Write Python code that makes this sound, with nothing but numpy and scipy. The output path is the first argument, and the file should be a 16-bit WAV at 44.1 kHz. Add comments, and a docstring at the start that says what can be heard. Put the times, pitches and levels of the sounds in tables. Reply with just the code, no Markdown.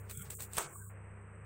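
"""Cutting corn off the cob

In a small kitchen, a knife is pushed down a corn cob standing on a steel plate. Fibres tear
with a wet crackle and kernels burst one after another. The blade breaks through and knocks on
the plate, which rings briefly, then the blade slides softly back. A motor hums in the room.
The microphone is close by and is bright near 8 kHz, and slightly so near 15 kHz."""
import sys
import numpy as np
from scipy import signal
from scipy.fft import rfft, irfft
from scipy.io import wavfile
from scipy.ndimage import uniform_filter1d

SR = 44100
rng = np.random.default_rng(int(sys.argv[2]) if len(sys.argv) > 2 else 0)


def log_audio(samples):
    """Write samples as a 16-bit WAV file to the path given in sys.argv[1]."""
    # one column per channel
    frames = np.atleast_2d(samples).T
    # limit to full scale, then quantise
    limited = np.clip(frames, -1, 1)
    pcm = np.round(limited * 32767).astype(np.int16)
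    wavfile.write(sys.argv[1], SR, pcm)


N = 63945
T = np.arange(N) / SR
FREQS = np.fft.rfftfreq(2 * N, 1 / SR)

# Levels in the tables are relative. A "tone" says how strong each frequency is in a sound.
# how long the room's echo takes to fall by 60 dB (frequency [Hz], time [s])
ECHO_TIMES = [(200, 0.56), (1000, 0.31), (4000, 0.14), (8000, 0.33), (15000, 0.087)]
# tone of the room's low rumble (frequency [Hz], level [dB])
RUMBLE_TONE = [(25, 2), (50, -11.5), (100, -11.5), (155, 10.5), (260, -12), (450, -5.5), (2000, -89.5)]
# tone of the background hiss (frequency [Hz], level [dB])
HISS_TONE = [(120, -34.5), (280, -4.5), (450, 5), (700, -2.5), (1200, -1), (2000, -4), (2700, -11),
             (3600, -39.5), (5000, -70), (6800, -50), (8200, -21), (10000, -54), (16000, -76.5)]
# moments when the background hiss briefly drops out (start [s], end [s], level change [dB])
BACKGROUND_DIPS = [(0.129, 0.224, -25), (0.349, 0.382, -61), (0.74, 0.893, -52)]
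# notes in the motor's hum (frequency [Hz], level [dB])
HUM_NOTES = [(69.6, -60.5), (99.6, -53.5), (125, -70.5), (208.3, -69), (404, -74.5), (450, -75)]
# the hum sinks briefly after the knock (time [s], level change [dB])
HUM_CHANGES = [(.575, 3), (.605, -19.5), (.74, -5), (.79, 0.5)]
# three faint, wavering bands of noise early in the cut (frequency [Hz], level [dB])
FAINT_BANDS = [(1400, 3), (2230, -0.5), (3300, 0.5)]
# how those bands swell and fade (time [s], level [dB])
FAINT_BAND_LEVELS = [(0.125, -65), (0.16, -65.5), (0.22, -56), (0.26, -91)]
# the blade tip rubbing the plate (middle [s], half length [s], level [dB], pitch [Hz])
TIP_STROKES = [(0.721, 0.013, -64.5, 1090), (0.759, 0.0037, -55.5, 1122), (0.802, 0.0081, -66, 977),
               (0.825, 0.02, -64, 1545), (0.865, 0.0075, -63.5, 1140)]
# tone of the blade sliding along the wet cob (frequency [Hz], level [dB])
SLIDE_TONE = [(700, -37.5), (1000, 7), (1600, 3), (2100, -34), (4500, -43.5), (5800, -50.5), (6800, 0),
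              (8000, 4), (10500, -0.5), (12000, -3), (14000, 6), (16000, 7)]
# the cob bumping the plate (start [s], level [dB], fade time [s], pitch [Hz])
COB_BUMPS = [(.172, -39.5, 0.029, 137), (.2, -43.5, 0.016, 190), (0.267, -42.5, 0.015, 129),
             (.41, -41.5, 0.0091, 139), (.552, -50.5, 0.051, 163), (0.575, -39, 0.01, 45.2),
             (.635, -49, 0.068, 138), (1.37, -50.5, 0.014, 159)]
# fibres tearing (time [s], crisp level [dB], juicy level [dB])
TEAR_LEVELS = [(0, -52, -104), (.025, -63.5, -89), (.085, -68.5, -71.5), (0.098, -44, -58),
               (.122, -44.5, -58), (.148, -48, -75), (0.226, -46, -98), (0.257, -55.5, -56.5),
               (0.298, -57, -71), (.308, -43.5, -53.5), (0.338, -45.5, -57.5), (0.36, -46.5, -101),
               (0.38, -52, -89), (0.397, -44.5, -54.5), (0.427, -39, -53), (0.452, -47.5, -59.5),
               (.485, -61.5, -89), (.525, -54, -62.5), (.55, -44, -52.5), (0.573, -42, -46),
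               (0.576, -52, -34.5), (0.588, -47, -55.5), (0.605, -40, -46), (0.633, -44.5, -46.5),
               (0.669, -72, -55.5)]
# tone of the crisp fibres (frequency [Hz], level [dB])
CRISP_TONE = [(1500, -34.5), (4800, -28.5), (7000, -1), (11000, -2), (16000, 9)]
# tone of the juicy pulp (frequency [Hz], level [dB])
JUICY_TONE = [(100, -1.5), (400, -2.5), (1300, -1), (2500, 0.5), (4800, -3), (7000, -6), (16000, -33.5)]
# kernels bursting (start [s], level [dB], fade time [s], body compared with snap [dB])
KERNEL_BURSTS = [(0.0968, -52.5, 0.0078, 4), (0.111, -40.5, 0.003, -4.5), (0.148, -51, 0.004, -26),
                 (0.171, -48, 0.004, -31), (0.174, -40, 0.0033, -28), (0.2213, -42.5, 0.0045, -26.5),
                 (0.3018, -37.5, 0.0014, -9.5), (0.305, -37, 0.002, -7), (0.351, -45, 0.003, -32),
                 (0.37, -45, 0.004, -29), (0.4037, -44, 0.001, 1), (0.4059, -38.5, 0.0019, -1.5),
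                 (0.4224, -42, 0.002, -25), (0.426, -55.5, 0.002, -8), (0.4516, -51, 0.0015, -31),
                 (0.5332, -41, 0.0046, -6.5), (0.5688, -37, 0.001, -4.5), (0.5694, -33, 0.0025, -6.5)]
# tone of a kernel's wet snap (frequency [Hz], level [dB])
SNAP_TONE = [(300, -27), (1500, -29), (3000, -16), (5200, -17.5), (7000, 2), (9000, 3), (12000, -2.5),
             (16000, 6)]
# tone of the lower body under the snap (frequency [Hz], level [dB])
BODY_TONE = [(120, -21), (400, 13), (1200, 10), (2300, 9), (4000, 8.5), (6000, 1), (9000, -26.5),
             (16000, -10)]
# the blade hitting the plate (time [s], strength [dB])
BLOWS = [(0.574, -24), (0.5778, -13.5), (0.5822, 0)]
# tone of each blow's crack (frequency [Hz], level [dB])
CRACK_TONE = [(30, -13.5), (150, -19.5), (250, -3.5), (450, 8), (1150, 10.5), (2000, -2.5), (4200, -1.5),
              (6000, -3), (8000, -15), (10000, -5), (16000, 1)]
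# tone of the blade's rattle (frequency [Hz], level [dB])
RATTLE_TONE = [(200, -9), (600, 4), (1200, 11.5), (2500, 2.5), (4500, -7), (6500, -4), (8500, -2),
               (12000, -2), (16000, -11)]
# notes of the plate, damped by a cloth (frequency [Hz], level [dB], time to fall 60 dB [s])
PLATE_NOTES = [(343, -44, .5), (406.3, -41, 0.34), (692, -46.5, 0.46), (832, -50.5, 0.32), (915, -46, 0.26),
               (1123, -60.5, 0.35), (1252, -49.5, 0.1), (1320, -50.5, 0.4), (1500, -49.5, 0.58),
               (1550, -47, 0.37), (1894, -46.5, 0.14), (2220, -48, 0.39), (3104, -53, 0.13),
               (3278, -48.5, 0.2)]
# tone of the knock's echo (frequency [Hz], level [dB])
KNOCK_ECHO_TONE = [(60, -28), (220, -15), (350, 1), (520, 6.5), (800, 7), (1300, 13), (2000, -0.5),
                   (3400, 4), (4500, -21), (6000, -2), (9000, -4), (11500, -14.5), (14000, -2), (16000, 0)]
# where the microphone rings (frequency [Hz], width [Hz], boost [dB])
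MIC_PEAKS = [(8190, 970, 13), (15400, 1000, 1)]


def amp(db):
    """Turn decibels into a number to multiply by."""
    return 10 ** (np.asarray(db) / 20)


def unit(x):
    """Scale a signal to an average power of 1."""
    return x / np.sqrt(np.mean(x ** 2) + 1e-20)


def along(points, hz):
    """Read between the rows of a table, with every octave equally wide."""
    freqs, values = np.array(points, float).T
    return np.interp(np.log(np.maximum(hz, 1)), np.log(freqs), values)


def colour(x, tone):
    """Filter a sound to give it a tone."""
    gain = unit(amp(along(tone, FREQS)))
    # these steps make the filter ring only after a click, never before it
    cepstrum = irfft(np.log(gain))
    cepstrum[1:N] *= 2
    cepstrum[N + 1:] = 0
    return irfft(rfft(x, 2 * N) * np.exp(rfft(cepstrum)))[:N]


def resonate(x, hz, width_hz):
    """Keep the part of a sound near one pitch, so that it rings."""
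    return signal.lfilter(*signal.iirpeak(hz, hz / width_hz, fs=SR), x)


def convolve(x, response):
    """Let every sample of a sound set off a copy of the response."""
    return signal.fftconvolve(x, response)[:N]


def fade(t60):
    """A level that falls by 60 dB every t60 seconds."""
    return np.exp(-np.log(1000) * T / max(t60, 1e-3))


def crackle(per_s, spread_db):
    """Many tiny clicks of uneven size at random times."""
    clicks = (rng.random(N) < per_s / SR) * rng.choice([-1, 1], N)
    return unit(clicks * amp(spread_db * np.clip(rng.standard_normal(N), -2, 2)))


def room_echo(x, build_s=0.00081):
    """The walls return a smooth echo that lasts longest in the bass."""
    noise, tail = rfft(rng.standard_normal(N), 2 * N), 0
    for band, (_, t60) in enumerate(ECHO_TIMES):
        share = along([(hz, row == band) for row, (hz, _) in enumerate(ECHO_TIMES)], FREQS)
        tail = tail + irfft(noise * share)[:N] * fade(t60)
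    return convolve(x, unit(tail * (1 - np.exp(-T / build_s))) / np.sqrt(N))


def background_noise():
    """A low rumble and a soft hiss that briefly drops out now and then."""
    dip_db = sum(db * ((T > start) & (T < end)) for start, end, db in BACKGROUND_DIPS)
    dip_db = uniform_filter1d(dip_db.astype(float), size=500)  # soften the edges
    rumble = amp(-62) * colour(rng.standard_normal(N), RUMBLE_TONE)
    return rumble + amp(-60 + dip_db) * colour(rng.standard_normal(N), HISS_TONE)


def motor_hum(waver_db=2.5):
    """A motor hums on a few low notes, each wavering a little in level."""
    out = np.zeros(N)
    change_db = np.interp(T, *np.array(HUM_CHANGES).T)
    for hz, db in HUM_NOTES:
        waver = np.interp(T, np.linspace(0, T[-1], 12), rng.standard_normal(12))
        note = np.sqrt(2) * np.sin(2 * np.pi * (hz * T + rng.random()))
        out += amp(db + change_db + waver_db * waver) * note
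    return out


def faint_bands(width_hz=260, wander=0.07, changes_per_s=35):
    """Early in the cut, three faint bands of noise waver near 1.4, 2.2 and 3.3 kHz."""
    noise = crackle(per_s=2000, spread_db=5)
    bands = sum(amp(db) * resonate(resonate(noise, hz, width_hz), hz, width_hz)
                for hz, db in FAINT_BANDS)
    drift = np.interp(T * changes_per_s, np.arange(N), rng.uniform(-1, 1, N))
    position = np.cumsum(1 + wander * drift)  # playing faster raises the pitch
    bands = np.interp(position, np.arange(N), bands)
    return unit(bands) * amp(np.interp(T, *np.array(FAINT_BAND_LEVELS).T, left=-120, right=-120))


def tip_rub(width_hz=140):
    """On its way back the tip drags on the steel in short strokes, each with its own pitch."""
    out = np.zeros(N)
    for middle, half_length, db, hz in TIP_STROKES:
        friction = crackle(per_s=920, spread_db=0.5)
        ringing = resonate(resonate(friction, hz, width_hz), hz, width_hz)
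        swell = np.exp(-.5 * ((T - middle) / half_length) ** 2)
        out += amp(db) * unit(ringing) * swell
    return out


def blade_slide(start_s=0.757, end_s=0.888, rise_s=0.04, fall_s=0.021, sag_db_per_s=-42):
    """The blade is drawn back along the wet cob with a soft, high hiss."""
    outside = np.maximum(start_s - T, 0) / rise_s + np.maximum(T - end_s, 0) / fall_s
    level = np.exp(-outside) * amp(-54 + sag_db_per_s * (T - start_s))
    return colour(crackle(per_s=2300, spread_db=-0.5) * level, SLIDE_TONE)


def cob_bumps(rise_s=0.0033):
    """The cob gives under the blade and thuds faintly on the plate."""
    out = np.zeros(N)
    for start, db, fade_s, hz in COB_BUMPS:
        age = np.maximum(T - start, 0)
        level = amp(db) * (1 - np.exp(-age / rise_s)) * np.exp(-age / fade_s)
        out += level * np.sin(2 * np.pi * hz * age)
    return out


def tearing_fibres(clumps_per_s=220, clump_db=1.5):
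    """Fibres part in small clumps of crackle as the blade moves down; the pulp adds a wetter rasp."""
    times, crisp_db, juicy_db = np.array(TEAR_LEVELS).T
    clumps = np.interp(T * clumps_per_s, np.arange(N), np.clip(rng.standard_normal(N), -2, 2))
    out = np.zeros(N)
    for db, tone in (crisp_db, CRISP_TONE), (juicy_db, JUICY_TONE):
        level = amp(np.interp(T, times, db, right=-120) + clump_db * clumps)
        out += colour(crackle(per_s=9000, spread_db=2) * level, tone)
    return out


def bursting_kernels():
    """Each kernel splits with a sharp snap and a fading run of clicks, over a lower body."""
    snaps, body = np.zeros(N), np.zeros(N)
    for start, db, fade_s, body_db in KERNEL_BURSTS:
        age = np.maximum(T - start, 0)
        clicks = crackle(per_s=9000, spread_db=1.5) * (T >= start) * np.exp(-age / fade_s)
        burst = unit(clicks) / np.sqrt(N)
        burst[int(start * SR)] += amp(-15)  # the first snap
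        burst *= np.sqrt(fade_s * SR) * amp(db)  # longer bursts carry more energy
        snaps += burst
        body += burst * amp(body_db)
    return colour(snaps, SNAP_TONE) + colour(body, BODY_TONE)


def plate_knock(rattle_rise_s=0.00083):
    """The blade grazes the plate, then lands: a hard crack, a brief rattle, ringing and an echo."""
    blows = np.zeros(N)
    for start, db in BLOWS:
        blows[int(start * SR)] -= amp(db)
    crack = amp(-6.5) * colour(blows, CRACK_TONE)
    shake = rng.standard_normal(N) * fade(t60=0.027) * (1 - np.exp(-T / rattle_rise_s))
    rattle = amp(-9.5) * colour(convolve(blows, unit(shake) / np.sqrt(N)), RATTLE_TONE)
    notes = sum(amp(db) * fade(t60) * np.sin(2 * np.pi * hz * T) for hz, db, t60 in PLATE_NOTES)
    ringing = amp(-5) * convolve(blows, notes)
    echo = amp(-9.5) * colour(room_echo(blows), KNOCK_ECHO_TONE)
    return crack + rattle + ringing + echo


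def scene():
    """Everything sits in the middle; the room adds a trace of stereo width."""
    cutting = amp(-4) * (bursting_kernels() + tearing_fibres())
    middle = cutting + amp(-22) * room_echo(cutting)
    middle += faint_bands() + cob_bumps() + plate_knock() + blade_slide() + tip_rub()
    short_echo = unit(rng.standard_normal(N) * fade(t60=0.018)) / np.sqrt(N)
    width = colour(convolve(middle, short_echo), [(500, -8), (5000, 11)])  # mostly treble
    side = amp(-20) * (width + background_noise())  # added on the left, taken away on the right
    return middle + background_noise() + motor_hum() + np.array([side, -side])


def record(dry, top_hz=15700):
    """The microphone's opening rings in the treble; the very highest sounds are cut off steeply."""
    bright = dry + sum((amp(db) - 1) * resonate(dry, hz, width) for hz, width, db in MIC_PEAKS)
    return signal.sosfilt(signal.ellip(10, .2, 80, top_hz, fs=SR, output="sos"), bright)


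dry = scene()
out = record(dry)
log_audio(out)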